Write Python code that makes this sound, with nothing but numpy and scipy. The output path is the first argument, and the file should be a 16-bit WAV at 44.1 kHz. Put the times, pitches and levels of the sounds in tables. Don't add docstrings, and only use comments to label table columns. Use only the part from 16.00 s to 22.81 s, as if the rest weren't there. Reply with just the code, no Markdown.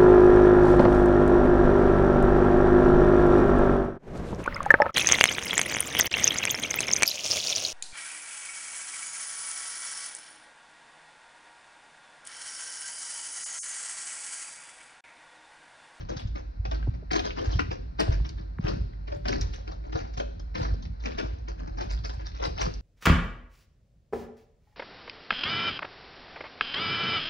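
import sys
import numpy as np
from scipy import signal
from scipy.fft import rfft, irfft, next_fast_len
from scipy.io import wavfile
from scipy.ndimage import uniform_filter1d

SR = 44100
rng = np.random.default_rng(int(sys.argv[2]) if len(sys.argv) > 2 else 0)


def int16_out(signal):
    q = np.round(np.clip(np.atleast_2d(signal).T, -1, 1) * 32767)
    wavfile.write(sys.argv[1], SR, q.astype(np.int16))


N = 300321

# heel lands t/s, heel settling time/s, heel level/dB, roll time/s, roll level/dB, boom level/dB
STEPS = [(0.094, .014, -36, 0.045, -47.5, -35), (0.653, 0.0053, -38, 0.2, -55.5, -27),
         (1.382, 0.038, -32.5, 0.15, -42, -30), (1.995, .014, -25, 0.093, -43, -26.5),
         (2.626, 0.028, -52, 0.073, -41.5, -28), (3.256, 0.0064, -36, 0.17, -45.5, -28.5),
         (3.956, .012, -34, 0.095, -50, -47), (4.556, .009, -42.5, 0.064, -36.5, -31),
         (5.187, 0.018, -31.5, 0.018, -38.5, -51), (5.785, .022, -36.5, 0.035, -43.5, -33),
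         (6.426, .018, -32, 0.0098, -45.5, -31)]
# f/Hz, gain/dB
STONE_COLOUR = [(60, -37), (150, 2.5), (220, -1.5), (320, 1.5), (470, -1.5), (750, 1.5), (950, 0),
                (1400, -1.5), (2000, -5), (2600, 2), (3200, -3.5), (4200, -4), (5500, 0.9), (6400, -2.5),
                (7400, -12.5), (8400, -21.5), (12000, -21.5), (15000, -43)]


def gravel(bed_db=1, grit_db=-7.5):
    # t/s, settling time/s, level/dB, sharpness/dB
    slips = [(.002, 0.016, -46, 2.5), (.169, .008, -42, 8), (.194, 0.018, -43.5, 7),
             (0.274, 0.0054, -61, 14), (0.359, 0.017, -40, -1.5), (0.716, 0.0091, -36.5, -2.5),
             (0.748, 0.011, -42.5, 4), (0.941, .014, -52.5, -0.5), (1.114, .012, -29.5, 2),
             (1.136, 0.013, -29, -0.5), (1.158, .016, -27.5, 4), (1.196, 0.0059, -36.5, 0),
             (1.252, .026, -30, 1.5), (1.299, 0.0073, -48, 3), (1.413, 0.023, -43, -10),
             (1.525, 0.02, -47, 15.5), (1.594, .005, -30, -2.5), (1.714, 0.015, -33, -2.5),
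             (2.003, .012, -28.5, 5), (2.125, .014, -38, 2), (2.25, 0.011, -44, 5),
             (2.291, 0.0085, -50.5, 4), (2.383, 0.021, -46.5, 1.5), (2.668, .022, -34.5, -3),
             (2.684, 0.011, -39.5, 9), (3.08, .016, -43, -3), (3.123, 0.016, -38.5, -4.5),
             (3.284, 0.012, -31.5, 2.5), (3.325, .022, -32, 3.5), (3.416, .007, -44, 12.5),
             (3.538, 0.019, -42.5, 6.5), (3.6, 0.027, -52, -6.5), (3.678, .016, -42.5, -1.5),
             (3.72, .018, -45, 2.5), (3.849, 0.044, -46, -4.5), (3.928, .012, -40, 0),
             (3.99, .016, -39, 0.5), (4.139, 0.017, -52.5, 7), (4.176, 0.014, -36, 1.5),
             (4.2, 0.0071, -35, -3.5), (4.397, 0.0054, -50.5, 4.5), (4.582, 0.018, -39.5, 2),
             (4.649, 0.007, -42, 2), (4.826, 0.0072, -52.5, 10.5), (4.853, 0.0047, -50, 4.5),
             (5.004, 0.014, -51.5, 6), (5.038, .025, -42, -0.5), (5.06, .022, -33.5, 0.5),
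             (5.11, 0.04, -41.5, 1), (5.385, .012, -66, 10), (5.484, .014, -39.5, 1), (5.6, .04, -43, -3.5),
             (5.677, .01, -45, -2), (5.727, 0.028, -52, -1.5), (5.811, .012, -36.5, 0.5),
             (5.91, 0.03, -37.5, 6.5), (6.049, .02, -35.5, 5), (6.095, 0.0052, -41.5, 3.5),
             (6.135, 0.016, -47.5, 0), (6.2, 0.032, -44.5, -1), (6.265, 0.024, -43, 9.5),
             (6.35, 0.024, -44.5, 4.5), (6.398, 0.031, -38.5, -3.5), (6.452, 0.0082, -32, 5),
             (6.582, 0.031, -32.5, 3), (6.614, 0.026, -28.5, 4), (6.656, 0.01, -38, 4)]
    shoves = [shove for *step, _ in STEPS for shove in footfall(*step)] + slips
    track = np.zeros((2, N))
    for s, settle_s, db, sharp_db in shoves:
        delays, sizes = avalanche(settle_s)
        start = s + delays.min()
        smallness = np.exp(0.06 * rng.standard_normal())
        bed = contacts(delays, sizes, pitch_hz=520 * smallness, scatter=0.45, cycles=1.73)
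        stone = contacts(delays, sizes, pitch_hz=1330 * smallness, scatter=0.4, cycles=1.24)
        grit = contacts(delays, sizes, pitch_hz=4490, scatter=0.25, cycles=3.6)
        add(track, start, amp(db + bed_db - 0.85 * sharp_db) * bed)
        add(track, start, amp(db) * placed(stone))
        add(track, start, amp(db + grit_db + sharp_db) * placed(grit))
    return coloured(track, STONE_COLOUR)


def footfall(s, settle_s, heel_db, roll_s, roll_db, count=17, shifts_per_s=42):
    rise_db_per_s, release_db_per_s = 651.5, 150
    brush_s, shift_settle_s = 0.03, 0.015
    heel_sharp_db = -1.5
    age = (np.arange(count) + rng.random(count)) / shifts_per_s - brush_s
    load_db = roll_db - rise_db_per_s * np.maximum(-age, 0)
    load_db -= release_db_per_s * np.maximum(age - roll_s, 0)
    sharp_db = rng.normal(-0.5, 3, count)
    shifts = [(s + t, shift_settle_s, db, sharp) for t, db, sharp in zip(age, load_db, sharp_db)]
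    return [(s, settle_s, heel_db, heel_sharp_db)] + shifts


def avalanche(settle_s, count=20, touch_count=6, spread_db=6.5, fade_db=2, touch_db=-15):
    age = -np.log(1 - (np.arange(count) + rng.random(count)) / (count + 1))
    sizes = amp(spread_db * np.clip(rng.standard_normal(count), -2, 1.6) - fade_db * age)
    sizes[1] = sizes.max()
    ahead = (np.arange(touch_count) + rng.random(touch_count)) / touch_count
    touches = sizes.max() * amp(touch_db * ahead)
    delays = settle_s * np.r_[-0.62 * ahead, age]
    return delays, np.r_[touches, sizes]


def contacts(delays, sizes, pitch_hz, scatter, cycles, size=360):
    hz = pitch_hz * np.exp(scatter * rng.triangular(-2, 0, 2, (len(delays), 1)))
    turns = hz * np.arange(size) / SR
    push = sizes * rng.choice([-1, 1], len(sizes))
    onset = 1 - np.exp(-turns / 0.33)
    grains = push[:, None] * np.sin(2 * np.pi * turns) * np.exp(-turns / cycles) * onset
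    where = ((delays - delays.min()) * SR).astype(int)[:, None] + np.arange(size)
    cluster = np.bincount(where.ravel(), grains.ravel())
    return cluster * np.sqrt(SR / 100) / np.linalg.norm(cluster)


def clacks(count=4, longest_gap_s=0.0035, loss_db=6.5, graze_s=0.004, graze_db=-13.5):
    # t/s, level/dB, f/Hz
    collisions = [(0.653, -45, 1860), (0.714, -42, 3300), (0.828, -45.5, 1510), (1.11, -33, 1680),
                  (1.133, -33.5, 3800), (1.16, -27, 1080), (1.163, -41, 4860), (1.194, -33, 3160),
                  (1.307, -39.5, 2440), (1.593, -27.5, 874), (1.594, -24, 1375), (1.598, -33, 1910),
                  (1.715, -42.5, 2000), (2.292, -44, 4200), (2.935, -56, 1870), (3.256, -41.5, 1560),
                  (3.284, -33, 4840), (3.329, -34, 2050), (3.412, -37.5, 5650), (3.678, -47, 2460),
                  (4.18, -49.5, 3950), (4.2, -41.5, 1500), (4.202, -41, 3400), (4.399, -56, 4600),
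                  (4.555, -38, 1960), (4.652, -33, 1170), (5.058, -36, 2600), (5.186, -42, 3670),
                  (5.194, -38, 1250), (5.81, -47, 1800), (6.439, -37.5, 3670), (6.616, -28.5, 1370),
                  (6.618, -38.5, 4960), (6.628, -39.5, 2360), (6.665, -35, 1130), (6.74, -46, 5500)]
    track = np.zeros((2, N))
    for s, db, hz in collisions:
        bounces = np.cumsum(longest_gap_s * (1 + rng.random(count)) / 2)
        delays = np.r_[-graze_s, bounces - bounces[0]]
        sizes = amp(np.r_[graze_db, -loss_db * np.arange(count)])
        note = contacts(delays, sizes, pitch_hz=hz, scatter=0.097, cycles=1.8, size=800)
        overtone = contacts(delays, sizes, pitch_hz=hz * 1.604, scatter=0.15, cycles=1.6, size=800)
        add(track, s - graze_s, amp(db) * placed(note + amp(-8) * overtone))
    return coloured(track, STONE_COLOUR)


def thuds(settle_s=0.016, count=10):
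    # t/s, level/dB, f/Hz
    deep_shifts = [(0.101, -35, 302.5), (1.147, -32, 342), (1.186, -42, 530), (1.395, -33.5, 450),
                   (1.996, -26, 445), (2.678, -29, 455), (2.7, -35, 264), (3.29, -32, 407),
                   (3.315, -42.5, 616), (3.953, -29.5, 562), (4.195, -31, 551), (4.568, -39, 410),
                   (5.069, -35, 517), (5.195, -35, 438), (5.801, -38.5, 430), (6.445, -31.5, 500),
                   (6.615, -33, 730), (6.664, -35.5, 534)]
    track = np.zeros((2, N))
    for s, db, hz in deep_shifts:
        age = 2 * (np.arange(count) + rng.random(count)) / count
        note = contacts(settle_s * age, np.exp(-age / 2), pitch_hz=hz, scatter=0.16, cycles=2.5, size=1600)
        add(track, s, amp(db) * placed(note))
    return coloured(track, STONE_COLOUR)


def snaps(length_s=0.015, count=30):
    # t/s, level/dB
    fractures = [(0.19, -63), (1.111, -55), (1.195, -64), (1.598, -63), (1.999, -43.5), (2.684, -65.5),
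                 (3.28, -65.5), (3.415, -70), (3.537, -65.5), (4.18, -67), (4.59, -67), (5.191, -65),
                 (5.918, -59), (6.06, -67), (6.134, -64.5), (6.453, -55), (6.614, -51.5)]
    track = np.zeros(N)
    for s, db in fractures:
        delays = length_s * rng.random(count)
        sizes = rng.exponential(size=count)
        add(track, s, amp(db) * contacts(delays, sizes, pitch_hz=7500, scatter=0.18, cycles=1.4))
    return track


def reverberation(x, stretches=28):
    wet = np.zeros((2, N))
    for part in np.array_split(np.arange(N), stretches):
        add(wet, part[0] / SR, signal.fftconvolve(x[part][None], impulse_response(), axes=1))
    return diffuse(wet)


def impulse_response(early_db=-3, tail_db=-7.5, early_t60_s=0.097, first_wall_s=0.002):
    # f/Hz, T60/s
    decay_times = [(150, 0.97), (500, 0.58), (1100, 0.38), (1700, 0.55), (3100, 0.55), (4100, 0.87),
                   (5200, 0.53), (7000, 0.47), (10000, 0.37)]
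    hz, frame_s, spectra = signal.stft(rng.standard_normal((2, SR)), SR, nperseg=256)
    decay = amp(-60 * frame_s / along(decay_times, hz)[:, None])
    tail = signal.istft(spectra * decay, SR, nperseg=256)[1][:, :SR]
    t = np.arange(SR) / SR
    early = rng.standard_normal((2, SR)) ** 3 * amp(-60 * t / early_t60_s)
    response = (amp(early_db) * unit(early) + amp(tail_db) * unit(tail)) / np.sqrt(SR)
    return np.pad(response, ((0, 0), (round(first_wall_s * SR), 0)))


def standing_waves(x):
    # f/Hz, relative level/dB, T60/s
    modes = [(165.3, -10, 0.12), (247.5, 0, 0.67), (332, -2.5, 0.23), (407, -8.5, 0.54),
             (506.3, -5.5, 0.18), (578, -6, 0.28), (654, -8.5, .45)]
    # t/s, gain/dB
    coupling = [(0, 4), (1.17, 8), (1.7, 0.5), (2.02, 6.5), (3.3, 6), (4.2, 8), (5.8, 4), (6.7, 4)]

    def response(f):
        total = 0
        for hz, db, t60 in modes:
            width_hz = np.log(1000) / (np.pi * t60)
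            total = total + amp(db) * 1j * f * width_hz / (hz * hz - f * f + 1j * f * width_hz)
        return total
    return filtered(x * gain_curve(coupling), response)


def booms(delay_s=0.17, width_s=0.1):
    t = np.arange(N) / SR
    swells = sum(amp(db) * np.exp(-((t - s - delay_s) / width_s) ** 2 / 2) for s, *_, db in STEPS)
    return rumble() * swells


def bumps(gain_db=3.06, width_cycles=0.4, sag_s=0.046, tremble_s=0.24, count=2):
    # t/s, relative level/dB, f/Hz
    jolts = [(0.17, -28.5, 116), (0.259, -23.5, 82), (0.605, -25, 72), (0.892, -18, 92),
             (1.486, -19.5, 74.5), (1.56, -19.5, 89), (1.695, -25.5, 90.5), (2.097, -13.5, 79),
             (2.173, -32, 104), (2.212, -27.5, 120), (2.406, -34, 139), (2.599, -22, 147),
             (2.649, -21, 118), (2.74, -26, 93), (2.772, -29, 134), (2.851, -26, 88), (3.174, -32, 101),
             (3.423, -21.5, 75), (3.459, -33, 110), (3.957, -26, 100.5), (4.618, -24.5, 100),
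             (4.732, -28, 72.5), (6.184, -30.5, 85), (6.678, -26.5, 124)]
    trembles = [(s + tremble_s * (k + rng.random()) / count,
                 rng.normal(-31.5, 1.5),
                 96 * np.exp(rng.normal(0, 0.17)))
                for s, *_ in STEPS for k in range(count)]
    track = np.zeros(N)
    t = np.arange(-SR // 30, SR // 30) / SR
    for s, db, hz in jolts + trembles:
        turns = hz * sag_s * (1 - np.exp(-t / sag_s))
        window = np.exp(-(hz * t / width_cycles) ** 2 / 2)
        add(track, s + t[0], -amp(db + gain_db) * np.sin(2 * np.pi * turns) * window)
    return track


def knocks(gain_db=-1, thud_hz=260, rub_log_width=0.42):
    # t/s, relative level/dB, starting f/Hz, rise time/s, roughness (0-1)
    taps = [(0.869, -36.5, 780, 0.0046, 0.3), (0.874, -27, 283, 0.0026, 0.23),
            (1.024, -42.5, 564, 0.0053, 0.23), (2.078, -31, 900, 0.0024, 0.16),
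            (2.201, -38, 1410, 0.00077, 0.2), (2.585, -34.5, 2280, 0.0015, 0.13),
            (2.59, -32, 420, 0.0014, .1), (3.584, -44, 880, 0.0014, 0.16),
            (4.742, -37.5, 660, 0.0021, 0.06), (6.673, -34, 400, 0.0011, 0.56)]
    track = np.zeros(N)
    t = np.arange(SR // 20) / SR
    f = np.fft.rfftfreq(len(t), 1 / SR)
    for s, db, hz, rise_s, rough in taps:
        fall_s = 2 * rise_s
        turns = thud_hz * t + (hz - thud_hz) * fall_s * (1 - np.exp(-t / fall_s))
        band = 1 / (1 + (np.log((f + 1) / hz) / rub_log_width) ** 2) ** 2
        rub = unit(irfft(band * rfft(rng.standard_normal(len(t))), len(t)))
        blip = (1 - rough) * np.sin(2 * np.pi * turns) + rough * rub
        envelope = t / rise_s * np.exp(1 - t / rise_s)
        add(track, s, amp(db + gain_db) * blip * envelope)
    return track


def traffic(gain_db=0.74, wash_db=-57):
    # t/s, relative level/dB
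    approach = [(0, -39), (2.502, -36.5), (3.897, -37.5), (4.799, -35), (6.81, -37.5)]
    # f/Hz, relative density/dB
    wash_spectrum = [(40, -18.5), (130, -18), (250, -6.5), (400, -8.5), (750, -5), (1100, -10), (1400, -12),
                     (1750, -19), (2300, -21), (2900, -30), (3600, -34.5), (4100, -22), (4500, -26.5),
                     (5400, -27), (7200, -47.5), (14000, -50)]
    return amp(gain_db) * gain_curve(approach) * rumble() + amp(wash_db) * diffuse_noise(wash_spectrum)


def rumble():
    # f/Hz, relative density/dB
    spectrum = [(20, -39.5), (32, -19.5), (42, -8.5), (54, 6), (66, -10), (90, -12.5), (130, -23.5),
                (200, -29.5), (400, -44), (900, -91)]
    noise = diffuse_noise(spectrum)
    power = uniform_filter1d(np.mean(noise ** 2, axis=0), size=SR // 8)
    return noise / np.sqrt(np.abs(power))


def diffuse_noise(spectrum):
    noise = filtered(rng.standard_normal((2, N)), lambda hz: amp(along(spectrum, hz)))
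    return unit(diffuse(noise))


def diffuse(pair):
    # f/Hz, correlation (-1 to 1)
    coherence = [(100, 1), (220, 0.44), (320, 0.89), (900, 0.93), (1500, 0.89), (2200, -0.21), (4600, 0.41),
                 (5500, 0.24), (7000, 0.6)]

    def weights(hz):
        angle = np.arccos(np.clip(along(coherence, hz), -1, 1)) / 2
        return np.array([np.cos(angle), np.sin(angle)])
    common, apart = filtered(pair, weights)
    return np.array([common + apart, common - apart])


def placed(sound, spread_s=4e-5, spread_db=2):
    offset = np.clip(rng.standard_normal(), -2, 2)
    lag = round(spread_s * SR * offset)
    pair = np.array([np.pad(sound, (max(d, 0), max(-d, 0))) for d in (lag, -lag)])
    return pair * amp(spread_db * offset * np.array([[-1], [1]]) / 2)


def microphones(air):
    # f/Hz, level/dB
    balance = [(100, -1.5), (180, 5), (280, 7.5), (500, 2), (850, 1.5), (1400, 2), (2200, 3), (2750, 0.5),
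               (3150, -5), (3500, 3.5), (4150, 0.5), (4700, 1.5), (6500, 0)]
    # f/Hz, phase/rad
    lead = [(170, 0), (230, 1.9), (290, 3), (600, 3), (1300, 3.5), (1750, 5), (2000, 6.5), (2300, 8),
            (2800, 10), (3500, 11), (4500, 13.6), (6200, 14), (7000, 16.5)]
    side = np.array([[1], [-1]]) / 2
    return filtered(air, lambda hz: amp(side * along(balance, hz)) * np.exp(1j * side * along(lead, hz)))


def coloured(x, points, size=2048):
    gain = amp(along(points, np.fft.rfftfreq(size, 1 / SR)))
    cepstrum = irfft(np.log(gain))
    cepstrum[1:size // 2] *= 2
    cepstrum[size // 2 + 1:] = 0
    kernel = irfft(np.exp(rfft(cepstrum)))
    return signal.fftconvolve(np.atleast_2d(x), kernel[None], axes=1)[:, :N]


def filtered(x, response):
    size = next_fast_len(N + SR // 2)
    return irfft(rfft(x, size) * response(np.fft.rfftfreq(size, 1 / SR)), size)[..., :N]


def add(track, s, sound):
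    start = max(0, round(s * SR))
    part = track[..., start:start + sound.shape[-1]]
    part += sound[..., :part.shape[-1]]


def along(points, hz):
    f, values = np.transpose(points)
    return np.interp(np.log(hz + 1), np.log(f), values)


def gain_curve(points):
    s, db = np.transpose(points)
    return amp(np.interp(np.arange(N) / SR, s, db))


def amp(db):
    return 10 ** (np.asarray(db) / 20)


def unit(x):
    return x / np.sqrt(np.mean(x ** 2) + 1e-20)


def scene(clack_echo_db=-4):
    crunch = gravel() + thuds() + snaps()
    stones = clacks()
    echoes = reverberation((crunch + amp(clack_echo_db) * stones)[0])
    air = crunch + stones + echoes + booms() + traffic()
    return microphones(air + standing_waves(air)) + bumps() + knocks()


def record(dry, top_hz=12400):
    return filtered(dry, lambda hz: hz < top_hz)


dry = scene()
out = record(dry)
int16_out(out)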